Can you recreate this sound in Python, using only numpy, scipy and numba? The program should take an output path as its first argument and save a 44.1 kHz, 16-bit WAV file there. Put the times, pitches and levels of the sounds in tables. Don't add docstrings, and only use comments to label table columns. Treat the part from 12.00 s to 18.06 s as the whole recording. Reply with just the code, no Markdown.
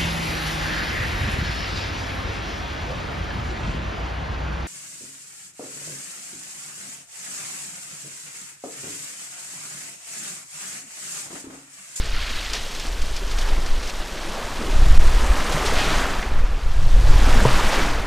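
import sys
import numpy as np
from scipy import signal
from scipy.fft import rfft, irfft
from scipy.io import wavfile
from scipy.ndimage import uniform_filter1d, map_coordinates
from numba import njit

SR = 44100
rng = np.random.default_rng(int(sys.argv[2]) if len(sys.argv) > 2 else 0)


def int16_out(signal):
    q = np.round(np.clip(np.atleast_2d(signal).T, -1, 1) * 32767)
    wavfile.write(sys.argv[1], SR, q.astype(np.int16))


N = 267246


def undb(db):
    return 10 ** (np.asarray(db) / 20)


def unit(x):
    return x / np.sqrt(np.mean(x ** 2) + 1e-18)


def colour(x, spectrum):
    hz, db = np.transpose(spectrum)
    log_hz = np.log(np.arange(N // 2 + 1) * SR / N + .01)
    gain = undb(np.interp(log_hz, np.log(hz), db, left=-80, right=-80))
    return unit(irfft(rfft(x) * gain, N))


def walk(rate):
    points = rng.standard_normal(4096)
    return map_coordinates(points, [np.arange(N) / SR * rate], order=3, mode="wrap")


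@njit
def ring(start, hz, t60, size, rise):
    out = np.zeros(N)
    for k in range(len(start)):
        first = int(start[k] * SR)
        length = int(t60[k] * SR) + 2
        turn = 2 * np.pi * hz[k] / SR
        z = size[k] + 0j
        step = np.exp(1j * turn - np.log(1000) / length)
        glide = np.exp(1j * turn * rise / length)
        for i in range(first, min(first + length, N)):
            z *= step
            step *= glide
            out[i] += z.imag
    return out


def cloud(low_hz, high_hz, cycles, spread_db, rise, count):
    when, pitch, strength, life = rng.random((count, 4)).T
    hz = np.minimum(low_hz * (high_hz / low_hz) ** pitch, SR / 2.6)
    rank = -np.log(strength + .01)
    size = undb(spread_db * rank) * hz
    t60 = cycles * (.5 + life) / hz
    return unit(ring(when * N / SR, hz, t60, size, float(rise)))


def water(grains, spectrum, blur_db, flicker_db, flicker_rate):
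    near = colour(grains, spectrum)
    far = colour(rng.standard_normal(N), spectrum)
    flicker = undb(flicker_db * walk(flicker_rate))
    return unit((near + undb(blur_db) * far) * flicker)


def swell(level_db, climb_db, growth_db_per_s, fall_db_per_s, calm_db):
    # (breaks at [s], strength [dB], build-up [s], run up the beach [s])
    waves = [(1.41, -10, .12, 0.051), (3.72, -0.57, 1.37, 0.28), (5.30, 0.02, .30, 0.47)]
    t = np.arange(N) / SR
    power = undb(calm_db) ** 2
    for s, db, build, run in waves:
        before = climb_db * np.maximum(s - t, 0) / build
        during = growth_db_per_s * np.clip(t - s, 0, run)
        after = fall_db_per_s * np.maximum(t - s - run, 0)
        power = power + undb(level_db + db - before + during - after) ** 2
    return 10 * np.log10(power)


def soak():
    # (time [s], level [dB])
    fade = [(0, -38.5), (.1, -37.5), (.22, -33), (.42, -35.5), (.6, -41), (.9, -74), (1.2, -89.5)]
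    # (frequency [Hz], level [dB per Hz])
    tone = [(1000, -4), (1600, -7.5), (2200, -6), (2900, -6.5), (4000, -9.5), (7000, -7)]
    s, db = np.transpose(fade)
    bubbles = cloud(1305, 4900, cycles=28, spread_db=1.5, rise=0.11, count=12000)
    return colour(bubbles, tone) * undb(np.interp(np.arange(N) / SR, s, db))


def drain():
    fullest_s, rise_db_per_s, fall_db_per_s = 0.34, 16, 5
    t = np.arange(N) / SR - fullest_s
    return undb(-rise_db_per_s * np.maximum(-t, 0) - fall_db_per_s * np.maximum(t, 0))


def rattle():
    # (frequency [Hz], level [dB per Hz])
    spectrum = [(1500, -14), (3000, -4), (5000, 4), (8000, -6), (15000, -30)]
    level_db, wander_db = -45.5, 4.0
    ticks = cloud(2140, 14500, cycles=9.9, spread_db=3.0, rise=0, count=2500)
    return colour(ticks, spectrum) * undb(level_db + wander_db * walk(13.9)) * drain()


def edge():
    # (frequency [Hz], level [dB per Hz])
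    foam_tone = [(700, -25), (1500, -2), (2300, -1.5), (3200, 2), (4600, -0.5), (6300, -5.5), (9000, -18.5),
                 (15000, -16.5)]
    spray_tone = [(3000, -32), (5500, -2), (7200, -0.5), (9000, -3.5), (11500, -10), (15000, -18)]
    # (level at the break [dB], climb over the build-up [dB],
    # growth on the run-up [dB/s], fall [dB/s], level between waves [dB])
    foam_swell = (-32.5, 6.5, 6, 39, -49)
    spray_swell = (-38, 8, 0.5, 45, -58)
    drain_foam_db, drain_spray_db = -37, -45
    bubbles = cloud(1360, 9440, cycles=11.6, spread_db=1.5, rise=.05, count=22000)
    ticks = cloud(4400, 18000, cycles=8.9, spread_db=3.5, rise=0, count=16000)
    foam = water(bubbles, foam_tone, blur_db=-2.5, flicker_db=1.0, flicker_rate=50)
    spray = water(ticks, spray_tone, blur_db=0.0, flicker_db=1.0, flicker_rate=92)
    backwash = drain()
    foam_level = np.hypot(undb(swell(*foam_swell)), undb(drain_foam_db) * backwash)
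    spray_level = np.hypot(undb(swell(*spray_swell)), undb(drain_spray_db) * backwash)
    spurts = undb((0.16 - 0.1 * backwash) * walk(110))
    return spurts * (foam * foam_level + spray * spray_level)


def churn():
    # (frequency [Hz], level [dB per Hz])
    spectrum = [(70, -22), (150, -2.5), (240, -0.5), (340, -1.5), (480, -2), (650, -3.5), (1000, -12),
                (2500, -32)]
    # (level at the break [dB], climb over the build-up [dB], growth on the run-up [dB/s],
    # fall [dB/s], level between waves [dB])
    follow = (-30, 8, 1, 26, -44.5)
    bubbles = cloud(130.7, 1080, cycles=11.7, spread_db=2.0, rise=0.17, count=4500)
    return water(bubbles, spectrum, blur_db=-5, flicker_db=0.4, flicker_rate=17) * undb(swell(*follow))


def crest():
    # (frequency [Hz], level [dB per Hz])
    spectrum = [(250, -17), (500, -6), (800, 0), (1200, 0), (1800, -3), (2600, -7.5), (4500, -24),
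                (10000, -63)]
    # (level at the break [dB], climb over the build-up [dB], growth on the run-up [dB/s],
    # fall [dB/s], level between waves [dB])
    follow = (-26.5, 11, 4.5, 30.5, -42)
    bubbles = cloud(451.5, 3476, cycles=21, spread_db=1.4, rise=0.24, count=12000)
    return water(bubbles, spectrum, blur_db=-3.0, flicker_db=0.05, flicker_rate=25) * undb(swell(*follow))


def steadied(x, span):
    return x / np.sqrt(uniform_filter1d(x ** 2, int(span * SR)) + 1e-3)


def gusts():
    # (strongest at [s], relative buffeting [dB], relative flutter [dB], half-length [s])
    blows = [(.04, -24.5, -39, 0.21), (1.037, -23.5, -45.5, 0.12), (1.584, -18.5, -45.5, 0.21),
             (2.914, -10.5, -23.5, 0.13), (3.192, -15, -45, 0.16), (3.838, -22, -33, 0.21),
             (4.39, -16.5, -34, .11), (5.012, -12, -26, 0.25), (5.38, -15.5, -29, 0.27),
             (5.876, -23, -32.5, 0.12)]
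    breeze_db, breeze_flutter_db = -33, -48
    t = np.arange(N) / SR
    power = undb([[breeze_db], [breeze_flutter_db]]) ** 2
    for s, buffet_db, flutter_db, half in blows:
        power = power + undb([[buffet_db], [flutter_db]]) ** 2 * np.exp(-((t - s) / half) ** 2)
    return np.sqrt(power)


def wind():
    # (frequency [Hz], level [dB per Hz])
    buffet_tone = [(2, -10), (8, 0.5), (20, 3), (30, -3.5), (55, -10.5), (75, -23.5), (110, -38),
                   (300, -66)]
    flutter_tone = [(35, 3), (62, 4.5), (90, -2), (130, -4.5), (180, -19), (300, -31), (900, -36)]
    # (time [s], half-length [s], pressure [dB re full scale])
    strongest = (2.9865, 0.0098, 4.2)
    push, shake = gusts()
    buffet = steadied(colour(rng.standard_normal(N), buffet_tone), 0.214) * push * undb(3.0)
    flutter = steadied(colour(rng.standard_normal(N), flutter_tone), 0.26) * shake
    flutter *= 0.7 + 0.85 * np.abs(steadied(buffet, 0.3))
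    s, half, db = strongest
    eddy = np.exp(-((np.arange(N) / SR - s) / half) ** 2)
    return (buffet + flutter) * (1 - eddy) + undb(db) * eddy


def shower(s, db, hz, decay):
    t = np.arange(SR) / SR
    attack = .3 * decay
    drops = rng.standard_normal(len(t)) * undb(1.6 * rng.standard_normal(len(t)))
    band = signal.butter(2, [hz * 0.47, min(hz * 1.43, SR / 3)], "band", fs=SR, output="sos")
    envelope = np.minimum(t / attack, np.exp((attack - t) / decay))
    burst = unit(signal.sosfilt(band, drops)) * envelope
    first = max(int((s - attack / 2) * SR), 0)
    return np.pad(undb(db) * burst, (first, N))[:N]


def clacks():
    # (time [s], level [dB])
    knocks = [(0.043, -35.5), (0.533, -22), (.748, -32), (.797, -30), (1.018, -32.5), (1.072, -45),
              (1.164, -28), (1.313, -31), (1.385, -26.5), (1.412, -30), (1.487, -34), (1.661, -32.5),
              (1.828, -33), (1.872, -30.5), (1.896, -30.5), (2.057, -43)]
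    pitch_hz, decay_s = 4160, 0.011
    return sum(shower(s, db, pitch_hz, decay_s) for s, db in knocks)


def splashes():
    # (time [s], level [dB], centre [Hz], decay [s])
    slaps = [(.536, -33.5, 800, .03), (.547, -29, 3700, 0.034), (.85, -34.5, 1300, 0.017),
             (2.33, -34, 800, 0.16), (2.60, -31, 320, .15), (3.19, -29.5, 920, 0.12),
             (3.52, -29, 5070, .026), (3.658, -26.5, 4200, 0.036), (3.76, -26, 2940, .17),
             (4.226, -23.5, 1690, 0.0053), (5.27, -30, 1000, 0.045), (5.371, -35, 1400, .016),
             (5.590, -24, 950, 0.015), (5.71, -31, 3620, 0.066), (5.722, -23, 890, 0.02),
             (5.77, -23.5, 278, 0.052)]
    return sum(shower(*row) for row in slaps)


def pockets():
    # (time [s], starting pitch [Hz], peak level [dB])
    plops = [(.665, 547, -28), (3.228, 234, -26), (3.544, 149, -20.5), (3.573, 625, -18), (3.723, 460, -18),
             (5.274, 263, -18.5), (5.356, 232, -17), (5.416, 207, -17.5), (5.452, 990, -7),
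             (5.4523, 455, -9.5), (5.455, 126, -10.5), (5.457, 630, -10), (5.819, 285, -23)]
    cycles = 24.4
    s, hz, db = np.array(plops, float).T.copy()
    return ring(s, hz, cycles / hz, undb(db), 0.054)


def gurgles():
    # (time [s], length [s], first pitch [Hz], last pitch [Hz], level [dB])
    gaps = [(1.195, .10, 327, 680, -43), (1.478, 0.075, 390, 1354, -42.5), (1.604, 0.067, 322, 540, -49.5)]
    out = np.zeros(N)
    waver, throb = walk(130), walk(110)
    for s, length, first_hz, last_hz, db in gaps:
        span = slice(int(s * SR), int((s + length) * SR))
        filled = np.linspace(0, 1, len(out[span]))
        rising_hz = first_hz * (last_hz / first_hz) ** (filled ** 1.3)
        hz = rising_hz * (1 + 0.056 * waver[span])
        envelope = np.sqrt(filled) * (1 - filled) * undb(4.1 * throb[span])
        tone = np.sin(2 * np.pi * np.cumsum(hz) / SR)
        out[span] += undb(db) * unit(envelope * tone)
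    return out


def scene():
    surf = edge() + churn() + crest()
    stones = rattle() + clacks()
    mono = soak() + surf + stones + wind() + splashes() + pockets() + gurgles()
    return np.array([mono, mono])


def record(dry):
    top_hz = 15400
    clipped = np.clip(dry, -1, 1)
    return signal.sosfilt(signal.ellip(10, .1, 80, top_hz, fs=SR, output="sos"), clipped)


dry = scene()
out = record(dry)
int16_out(out)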